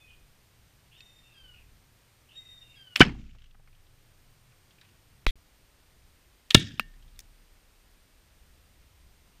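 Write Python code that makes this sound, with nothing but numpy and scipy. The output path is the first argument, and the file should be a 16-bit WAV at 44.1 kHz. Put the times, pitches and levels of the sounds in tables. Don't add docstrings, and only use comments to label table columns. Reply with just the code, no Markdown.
import sys
import numpy as np
from scipy import signal
from scipy.fft import rfft, irfft
from scipy.io import wavfile

SR = 44100
rng = np.random.default_rng(int(sys.argv[2]) if len(sys.argv) > 2 else 0)


def pcm_store(signal):
    levels = np.round(np.clip(np.atleast_2d(signal), -1, 1) * 32767)
    wavfile.write(sys.argv[1], SR, levels.astype(np.int16).T)


def convert_level_to_amplitude(level_db):
    exponent = np.asarray(level_db, float) / 20
    return 10 ** exponent


N = 414540
T = np.arange(N) / SR

# start_s, push_db, suction_db, pitch_hz
SHOCKS = [
    (3.0063, 6, 8, 322),
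    (6.5476, -1.5, 3, 265),
]
# start_s, level_db, pitch_hz (negative when it sucks first), rise_s, t60_s
PRESSURE_SWINGS = [(1.0052, -41, 2620, .0005, .035), (3.0093, -10, 281, .0005, 0.038),
                   (3.0120, -26, 23, .004, .15), (3.0115, 2, 1529.5, .002, 0.036),
                   (3.0118, -5, 1330, .0015, .028), (3.0094, -2, 2990, .0004, .016),
                   (3.0135, -5, 3080, .001, .022), (3.0150, -1.5, 2300, .0015, .032),
                   (3.0180, -8, 1720, .001, .032), (3.0208, -9, 2960, .001, .03),
                   (3.0130, -8, 740, .0005, 0.032), (3.0165, -6, 156, .002, 0.029),
                   (3.0200, -34, 55, .02, 1.1), (3.0210, -44, 22, .02, 4.0), (3.0243, -4, 170, .002, 0.028),
                   (3.08, -15, 164, .003, 0.038), (5.2669, -9, 513, .0001, 0.0036),
                   (5.2666, -6, 2348, 0.00021, .005), (5.2673, -5, 34, .005, 0.056),
                   (5.2800, -14.5, -18.5, 0.0034, .15), (6.5490, -22, 30, .002, .08),
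                   (6.5514, 0.5, 100, 0.00061, 0.021), (6.5520, -9, 600, .0003, 0.014),
                   (6.5680, -16, -150, .002, .03), (6.5716, -7.5, 125, 0.0012, 0.031),
                   (6.5478, -5, 1360, .0004, .026), (6.5500, -6, 1740, .0004, .026),
                   (6.5490, -10, 2390, .0004, .02), (6.5470, -10, 5150, .0005, .018),
                   (6.5460, -9, 6050, .0004, .014), (6.7960, -45.5, 32, .02, 3.6),
                   (6.7965, -11, 1300, .0002, 0.009), (6.7963, -9, 2600, .0002, .009),
                   (6.7964, -20, 1950, .0002, .008), (6.7960, -27, 9400, .0001, .006),
                   (6.7960, -25, 13700, .0001, .006), (6.7960, -31, 11600, .0001, .005),
                   (5.2668, -27, 5200, .0002, .008), (5.2669, -14, 1050, .0002, .006),
                   (5.2664, -17, 3850, .0002, .01), (6.7990, -28, 212, .001, 0.028)]
# start_s, peak_db, centre_hz, t60_s, bright_edge_db
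SPITS = [(2.9573, -22.5, 3491, .02, -22), (2.9968, -18, 5000, 0.018, -14), (3.0047, -9, 2500, 0.046, -23),
         (3.0058, -5, 2400, 0.033, -25), (5.2648, -23, 2300, 0.015, -4), (6.5052, -18, 3500, .015, -11),
         (6.5452, -5, 4000, 0.019, -9), (6.5485, -14, 2000, 0.017, -25), (6.5665, -29, 6000, .03, -7.5),
         (6.583, -33, 6000, 0.019, -7), (6.596, -34, 5000, 0.059, -11), (7.1912, -34, 5500, .014, 6),
         (7.2027, -39, 5000, 0.016, 4), (7.2058, -42, 5000, .025, 2), (6.7960, -26, 3500, .012, 0)]
# start_s, peak_db, centre_hz, t60_s, bright_edge_db
KNOCKS = [(1.0052, -60, 2600, 0.052, -11), (1.006, -40, 4200, 0.027, -14), (2.9600, -10, 2700, .019, -19.5),
          (2.9605, -16.5, 4400, 0.01, -21), (3.0000, -19.5, 3300, .025, -20),
          (3.0087, -9, 2500, 0.044, -21), (3.0135, -14, 4300, 0.023, -17), (3.0200, -11, 2200, 0.044, -25),
          (5.2667, -26, 3900, .012, 3), (6.5082, -10, 3380, .014, -12.5), (6.5115, -22.5, 3500, 0.036, -20),
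          (6.5464, 11, 3380, .019, -23), (6.5515, -10, 3300, 0.015, -15), (6.7985, -33, 4800, 0.03, -3),
          (6.8060, -42, 3300, .02, -3), (6.8275, -52, 4900, .02, -6), (7.1915, -43, 2070, 0.023, -14),
          (6.5460, -8, 6400, .014, -20)]
# pitch_hz, width_hz, gain (linear)
PORT = [(6300, 2800, 1.0), (8800, 1800, .45), (13600, 2600, .7)]

# start_s, level_db, decay_stretch (ratio), cut_after_s
TAILS = [
    (2.963, -36, .9, 0.046),
    (3.022, -20.5, 1.1, .7),
    (3.085, -55, 2.6, .5),
    (3.150, -66, 15.0, 0.38),
    (4.810, -63, 3.0, 0.19),
    (5.268, -39, 4.4, 0.045),
    (6.512, -41.5, 1.0, .04),
    (6.556, -25.5, 1.5, .7),
    (6.600, -41, 3.5, .6),
    (6.799, -48, .7, .4),
]
# pitch_hz, t60_s
YARD_T60 = [(70, 0.32), (200, 0.41), (450, 0.19), (1500, 0.17), (3000, 0.14), (8000, 0.14), (15000, 0.082)]
# pitch_hz, level_db (per Hz)
PELLET = [(120, -35.5), (200, -3), (412, -22.5), (748, -8), (946, -20), (2750, -3.5), (5260, -18),
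          (15000, -23)]
NEAR_BOOM = [(41, -33.5), (70, -6.5), (241, -5.5), (578, -22), (1600, -13), (3200, -13), (3700, -26),
             (4900, -24), (15000, -66)]
WALL_SLAP = [(290, -35), (500, -10), (733, -2), (883, -16), (2600, -2.5), (8000, -21), (10400, -60),
             (17600, -120)]
PATTER = [(590, -57), (1000, -19), (1530, -11.5), (3030, -8.5), (3930, -16.5), (7000, -19), (9100, -49),
          (15400, -120)]
SCUFF = [(590, -39), (1000, -14), (1900, -5), (2520, -4), (5000, -14), (6500, -42), (11000, -120)]
BUCKET = [(700, -26), (1650, -20), (2100, -4), (2900, -18), (3700, 2), (4500, -18), (9450, -29),
          (12500, -26)]
LOW_PELLET = [(120, -54.5), (200, -17), (1430, -17.5), (1810, -1), (2060, -5), (3800, -5.5), (4550, -13.5),
              (15000, -22)]
LOW_BOOM = [(70, -1.5), (215, -7), (450, -20), (906, -35), (2430, -21), (3600, -11), (4260, -24),
            (15000, -46.5)]
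LOW_WASH = [(900, -47), (1720, -3), (2030, -17), (3600, -2), (4250, -18), (5000, -12), (8000, -24),
            (10400, -56)]
SHARD = [(59, -33), (100, -10), (1560, -36), (1810, 4), (2230, -29), (2750, -4), (3110, -12), (15000, -41)]
TAIL_COLOURS = [PELLET, NEAR_BOOM, WALL_SLAP, PATTER, SCUFF, BUCKET, LOW_PELLET, LOW_BOOM, LOW_WASH, SHARD]

# start_s, peak_db, pitch_hz
DEBRIS = [(3.149, -47.5, 765), (3.19, -58, 2900), (3.214, -58, 2430), (3.259, -70, 2240),
          (3.293, -55, 2430), (3.309, -57, 2920), (3.349, -51, 492), (3.359, -55, 501), (3.385, -52, 2970),
          (3.419, -53, 3003), (3.442, -54, 2830), (3.459, -55.5, 2900), (3.510, -55, 3000),
          (3.546, -52, 1350), (3.549, -60, 720), (3.548, -52, 200), (3.596, -55, 723), (3.674, -53, 1250),
          (3.675, -55, 2100), (3.729, -56, 2440), (3.749, -55.5, 2920), (3.867, -57, 3017),
          (4.519, -56, 2460), (4.708, -52.5, 3380), (4.784, -52.5, 2470), (4.812, -46, 3880),
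          (4.815, -51, 1650), (4.849, -56, 2520), (4.889, -58, 2533), (6.829, -58, 1819),
          (6.938, -53, 1774), (7.025, -54, 3174), (7.079, -55.5, 3480), (7.159, -56.5, 3755)]
# pitch_hz, level_db, t60_s
HOUSING = [(1620, -24, .2), (1809, -4, .27), (2250, -20, .25), (2670, -15, .09), (2800, -2, 0.11),
           (2920, -19.5, .2), (3480, -25, 0.15), (3773, -22, 0.13), (4909, -30, 0.15)]
# start_s, level_db, panel_db (extra on the 1.8 kHz panel mode)
HOUSING_HITS = [
    (6.509, -42, -8),
    (6.547, -16, -15),
    (6.7960, -39, -3),
]

# start_s, length_s, pitch_hz, level_db, fade_db
HELD = [
    (0.0, 0.076, 3530, -59, 26.5),
    (0.967, .38, 3664, -63, 7),
    (2.339, 0.43, 3724, -52, 14),
]
# start_s, length_s, second_partial_hz (at the start), level_db
FALLS = [
    (1.338, 0.25, 3304, -59),
    (2.755, 0.24, 3305, -56),
]
# start_s, length_s, pitch_hz, level_db, hoarseness (about 0-1)
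MATES = [(0.0, 0.17, 2540, -62, 0.37), (.075, 0.097, 3000, -64.5, 0.8), (1.04, .14, 2640, -72, .6),
         (1.222, 0.2, 2720, -66, 0.6), (1.525, 0.12, 2650, -64.5, 1.02), (2.40, .16, 2680, -73, .8),
         (2.61, 0.21, 2800, -65.5, 0.7), (2.70, .1, 2250, -71, .8)]

# pitch_hz, level_db (per Hz)
HISS = [(88, -31), (160, -5), (240, -6.5), (900, -12), (2630, -12.5), (12300, -23), (14100, -18.5),
        (15600, -26)]
# pitch_hz, level_db, width_hz
WHINES = [(14250, -82.5, 250), (9300, -91, 200), (4800, -86, 110)]
# start_s, level_db, half_recovered_after_s, release_s
DUCKS = [
    (3.01, -10, .62, .3),
    (6.55, -4, .2, .25),
]
# time_s, level_db
WIND = [(0.0, -61.5), (1.39, -65), (1.65, -60.5), (1.94, -66), (2.72, -64.5), (4.29, -66), (5.15, -63),
        (5.4, -62.5), (6.41, -64.5), (6.81, -68.5), (7.04, -57), (7.83, -67), (8.54, -60), (9.4, -63.5)]
# time_s, level_db
DRONE = [(0.0, -70.5), (1.5, -68), (2.0, -66.5), (3.6, -66), (5.25, -63.5), (5.36, -78.5), (9.4, -78.5)]
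# start_s, end_s
GAPS = [
    (5.2566, 5.2635),
    (5.309, 5.356),
]


def rms_one(x):
    return x / np.sqrt(np.mean(x ** 2) + 1e-20)


def band(x, low_hz, high_hz, order=2):
    edges_hz = [max(low_hz, 10), min(high_hz, 19000)]
    return signal.sosfilt(signal.butter(order, edges_hz, "band", fs=SR, output="sos"), x)


def at_hz(points, hz):
    table_hz, values = np.array(points)[:, 0], np.array(points)[:, 1]
    return np.interp(np.log(hz), np.log(table_hz), values)


def resonate(x, hz, width):
    r = np.exp(-np.pi * width / SR)
    feedback = [1, -2 * r * np.cos(2 * np.pi * hz / SR), r * r]
    return signal.lfilter([(1 - r * r) / 2, 0, (r * r - 1) / 2], feedback, x)


def add(out, s, x):
    i = int(s * SR)
    out[i:i + len(x)] += x[:N - i]


def drift(rate, size):
    knots = rng.standard_normal(size // 50 + 600)
    r = np.exp(-100 * np.pi * rate / SR)
    slow = signal.lfilter([1], [1, -2 * r, r * r], knots)[500:]
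    return np.interp(np.arange(size) / 50, np.arange(len(slow)), rms_one(slow))


def blasts():
    out = np.zeros(N)
    for s, push_db, suck_db, hz in SHOCKS:
        cycle = np.sin(2 * np.pi * hz * T[:int(SR / hz)])
        add(out, s, cycle * convert_level_to_amplitude(np.where(cycle > 0, push_db, suck_db)))
    for s, db, hz, rise, t60 in PRESSURE_SWINGS:
        t = T[:int(t60 * SR)]
        envelope = convert_level_to_amplitude(db - 60 * t / t60) * (1 - np.exp(-t / rise))
        add(out, s, envelope * np.sin(2 * np.pi * hz * t))
    return out


def crack(hz, t60, edge_db, width, strike):
    t = T[:3000]
    body_noise, edge_noise = rng.standard_normal((2, 3000))
    body_noise[16] += strike
    low_hz = max(hz * (.45 - .5 * width), 150)
    high_hz = hz * (1 + 0.86 * width)
    body = rms_one(band(resonate(body_noise, hz, width * hz), low_hz, high_hz, order=3))
    port = sum(gain * resonate(resonate(edge_noise, port_hz, port_width), port_hz, port_width)
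               for port_hz, port_width, gain in PORT)
    spit = body * convert_level_to_amplitude(-60 * t / t60) + rms_one(port) * convert_level_to_amplitude(edge_db - 150 * t / t60)
    spit = spit * np.minimum(t / 0.00013, 1)
    return spit / np.abs(spit).max()


def cracks():
    out = np.zeros(N)
    for rows, width, strike in [(SPITS, 0.99, 0), (KNOCKS, 0.25, 8.0)]:
        for s, db, hz, t60, edge_db in rows:
            add(out, s, convert_level_to_amplitude(db + 1.5) * crack(hz, t60, edge_db, width, strike))
    return out


def tails():
    out = np.zeros(N)
    edges = 60 * 2 ** np.arange(0, 8.2, 1 / 4)
    for (s, db, stretch, cut), colour in zip(TAILS, TAIL_COLOURS):
        white = rng.standard_normal((2, 32000))
        lumps_db = 2.6 * drift(80, size=32000)
        t = T[:min(int(cut * SR), 32000)]
        bands = {}
        for k, (low, high) in enumerate(zip(edges, edges[1:])):
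            if .8 * colour[0][0] < low < colour[-1][0]:
                noise = white[k % 2, :len(t)]
                bands[low] = convert_level_to_amplitude(at_hz(colour, 1.09 * low)) * band(noise, low, high, order=3)
        fades = np.clip(np.minimum(t / .003, (cut - t) / (0.12 * cut)), 0, 1)
        scale = convert_level_to_amplitude(db + lumps_db[:len(t)]) * fades / np.std(sum(bands.values()))
        echo = np.zeros(len(t))
        for low, noise in bands.items():
            decay_db = -60 * t / stretch / at_hz(YARD_T60, low)
            echo += noise * convert_level_to_amplitude(2.2 * drift(40, size=len(t)) + decay_db)
        add(out, s, scale * echo)
    return out


def debris():
    out, t = np.zeros(N), T[:2500]
    for s, db, hz in DEBRIS:
        noise = rng.standard_normal(2500)
        note = rms_one(resonate(noise, hz, 0.12 * hz)) * convert_level_to_amplitude(-60 * t / 0.041)
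        tick = rms_one(band(noise, .4 * hz, 1000 + 1.1 * hz, order=3)) * convert_level_to_amplitude(-8.5 - 60 * t / 0.031)
        add(out, s, convert_level_to_amplitude(db - 6.0) * (note + tick))
    return out


def housing():
    out, t = np.zeros(N), T[:20000]
    for s, db, panel_db in HOUSING_HITS:
        for hz, mode_db, t60 in HOUSING:
            level_db = db + mode_db + panel_db * (1700 < hz < 1950) + 1.6 * drift(30, size=20000)
            ring = np.sin(2 * np.pi * hz * t + rng.uniform(0, 3))
            add(out, s, convert_level_to_amplitude(level_db - 60 * t / t60) * ring)
    return out


def voice(rows):
    s, hz, *levels = np.transpose(rows)
    t = np.arange(s[0], s[-1], 1 / SR)
    pitch = np.interp(t, s, hz) * (1 + .004 * drift(80, size=len(t)))
    fade = np.clip(np.minimum(t - s[0] + 0.0035, s[-1] - t) / 0.021, 0, 1)
    fade = fade * convert_level_to_amplitude(4.0 + 2.0 * drift(35, size=len(t)))
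    return 2 * np.pi * np.cumsum(pitch) / SR, [fade * convert_level_to_amplitude(np.interp(t, s, db)) for db in levels]


def hoarse(phase, depth, top_hz):
    breath = rms_one(band(rng.standard_normal(len(phase)), 9, top_hz))
    return (1 - depth ** 2 / 2 + depth * breath) * np.sin(phase)


def throb(size):
    return 1 + .55 * np.cos(2 * np.pi * 19 * T[:size] + 1.8 * drift(6, size=size))


def call_opening(out, s, hz):
    scoop_s, scoop_db = .06, -65.5
    rasp_hz, rasp_s, rasp_db = 2900, .11, -71
    start = s - scoop_s
    sweep, (level,) = voice([(start, 0.62 * hz, scoop_db),
                             (start + .4 * scoop_s, .89 * hz, scoop_db),
                             (s + 0.0097, hz, scoop_db)])
    add(out, start, level * hoarse(sweep, .55, top_hz=120))
    air, (level,) = voice([(start, .9 * rasp_hz, rasp_db - 8.0),
                           (start + 0.39 * rasp_s, rasp_hz, rasp_db),
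                           (start + rasp_s, rasp_hz, rasp_db - 5.0)])
    add(out, start, level * hoarse(air, 1.6, top_hz=220) / 0.63)


def lower_voice(out, s, length, hz, db, upper_phase):
    low_hz, held, low_db = .555 * hz, 0.75 * length, -76
    phase, (level,) = voice([(s, .82 * low_hz, low_db),
                             (s + 0.06, low_hz, low_db),
                             (s + held, low_hz - 560 * held, low_db - 4.0)])
    own_tone = convert_level_to_amplitude(.35 * (db + 63)) * hoarse(phase, 0.4, top_hz=90)
    sum_tone = convert_level_to_amplitude(-3) * np.sin(phase + upper_phase[:len(phase)])
    add(out, s, level * (own_tone + sum_tone))


def held_notes(out):
    for s, length, hz, db, fade_db in HELD:
        rise = 0.041 * (s > 0) + .001
        phase, (level,) = voice([(s, hz, db - 5),
                                 (s + rise, hz, db),
                                 (s + length, hz - 4.5 * fade_db, db - fade_db)])
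        octave_gain = convert_level_to_amplitude(-58 - .7 * db + 3.0 * drift(21, size=len(phase)))
        note = throb(len(phase)) * np.sin(phase) + octave_gain * np.sin(2 * phase)
        add(out, s, level * note)
        if s > .06:
            lower_voice(out, s, length, hz, db, phase)
            call_opening(out, s, hz)


def falling_notes(out):
    fall_hz_per_s, end_hz, third_db = 2300, 2870, -13
    for s, length, hz, db in FALLS:
        landed = s + min((hz - end_hz) / fall_hz_per_s, .9 * length)
        phase, (second, third) = voice([(s, hz, db - 4.5, db + third_db),
                                        (landed, end_hz, db, db + 2 * third_db),
                                        (max(s + length, s + 0.19), end_hz, db - 13, db + 3 * third_db)])
        note = second * (np.sin(phase) + convert_level_to_amplitude(-12) * np.sin(phase / 2)) + third * np.sin(3 * phase / 2)
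        add(out, s, (note * throb(len(note)))[:int(length * SR)])


def hoarse_notes(out):
    sag_hz_per_s = 475
    for s, length, hz, db, rough in MATES:
        phase, (level,) = voice([(s, hz, db - 4.0),
                                 (s + .4 * length, hz - sag_hz_per_s * .4 * length, db),
                                 (s + length, hz - sag_hz_per_s * length, db - 4.5)])
        add(out, s, level * hoarse(phase, min(rough, 1.4), top_hz=300 * rough))


def birds():
    out = np.zeros(N)
    held_notes(out)
    falling_notes(out)
    hoarse_notes(out)
    for lag, db in [(.023, -13.5), (.047, -13.5), (.08, -17)]:   # lag_s, level_db
        add(out, lag, convert_level_to_amplitude(db) * out.copy())
    return out


def stirred(levels_db):
    gain = np.zeros(N)
    for (s, *_), db in zip(SHOCKS, levels_db):
        since = np.where(T > s, T - s, 99)
        gain += convert_level_to_amplitude(db - 60 * since / .9)
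    return gain


def wind():
    gust = convert_level_to_amplitude(np.interp(T, *np.transpose(WIND)) + 2.0 * drift(4, size=N)) + stirred([-42, -54])
    return gust * rms_one(band(rng.standard_normal(N), 10, 70))


def drone():
    level = convert_level_to_amplitude(np.interp(T, *np.transpose(DRONE)) + 1.5 * drift(1.0, size=N)) + stirred([-53, -49.5])
    return level * rms_one(band(rng.standard_normal(N), 85, 140, order=3))


def camera_noise():
    hz = np.maximum(np.fft.rfftfreq(N, 1 / SR), 1)
    shape = convert_level_to_amplitude(at_hz(HISS, hz)) * np.minimum(hz / 130, 1) ** 2
    out = convert_level_to_amplitude(-65.5) * rms_one(irfft(rfft(rng.standard_normal(N)) * shape, N))
    for whine_hz, db, width in WHINES:
        out += convert_level_to_amplitude(db) * rms_one(resonate(rng.standard_normal(N), whine_hz, width))
    out += convert_level_to_amplitude(-80.5 + 2.5 + 1.0 * drift(8, size=N)) * np.sin(2 * np.pi * 8634 * T)
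    duck_db = np.zeros(N)
    for s, db, ease, release in DUCKS:
        recovery = np.exp(np.clip((T - s - ease) / release * 2, -50, 50))
        duck_db += db * (T > s) / (1 + recovery)
    hiss_end_hz = 15600
    out = signal.sosfilt(signal.cheby2(12, 80, 1.05 * hiss_end_hz, fs=SR, output="sos"), out)
    return out * convert_level_to_amplitude(duck_db)


def scene():
    bursts = blasts() + cracks()
    answers = tails() + debris() + housing()
    background = birds() + wind() + drone() + camera_noise()
    return (bursts + answers + background)[None]


def top_cut(x):
    return signal.sosfilt(signal.butter(12, 16470, fs=SR, output="sos"), x)


def record(dry):
    top, ceiling, treble_end_hz = .9, .84, 15600
    x = dry / (1 + np.abs(dry / top) ** 6) ** (1 / 6)
    edge = signal.ellip(10, .2, 80, treble_end_hz, fs=SR, output="sos")
    x = np.clip(signal.sosfilt(edge, x), -ceiling, ceiling)
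    x = signal.sosfilt(edge, x)
    for start, end in GAPS:
        x = x * np.clip(np.maximum(start - T, T - end) / 0.00078, 0, 1)
    return top_cut(x)


dry = scene()
out = record(dry)
pcm_store(out)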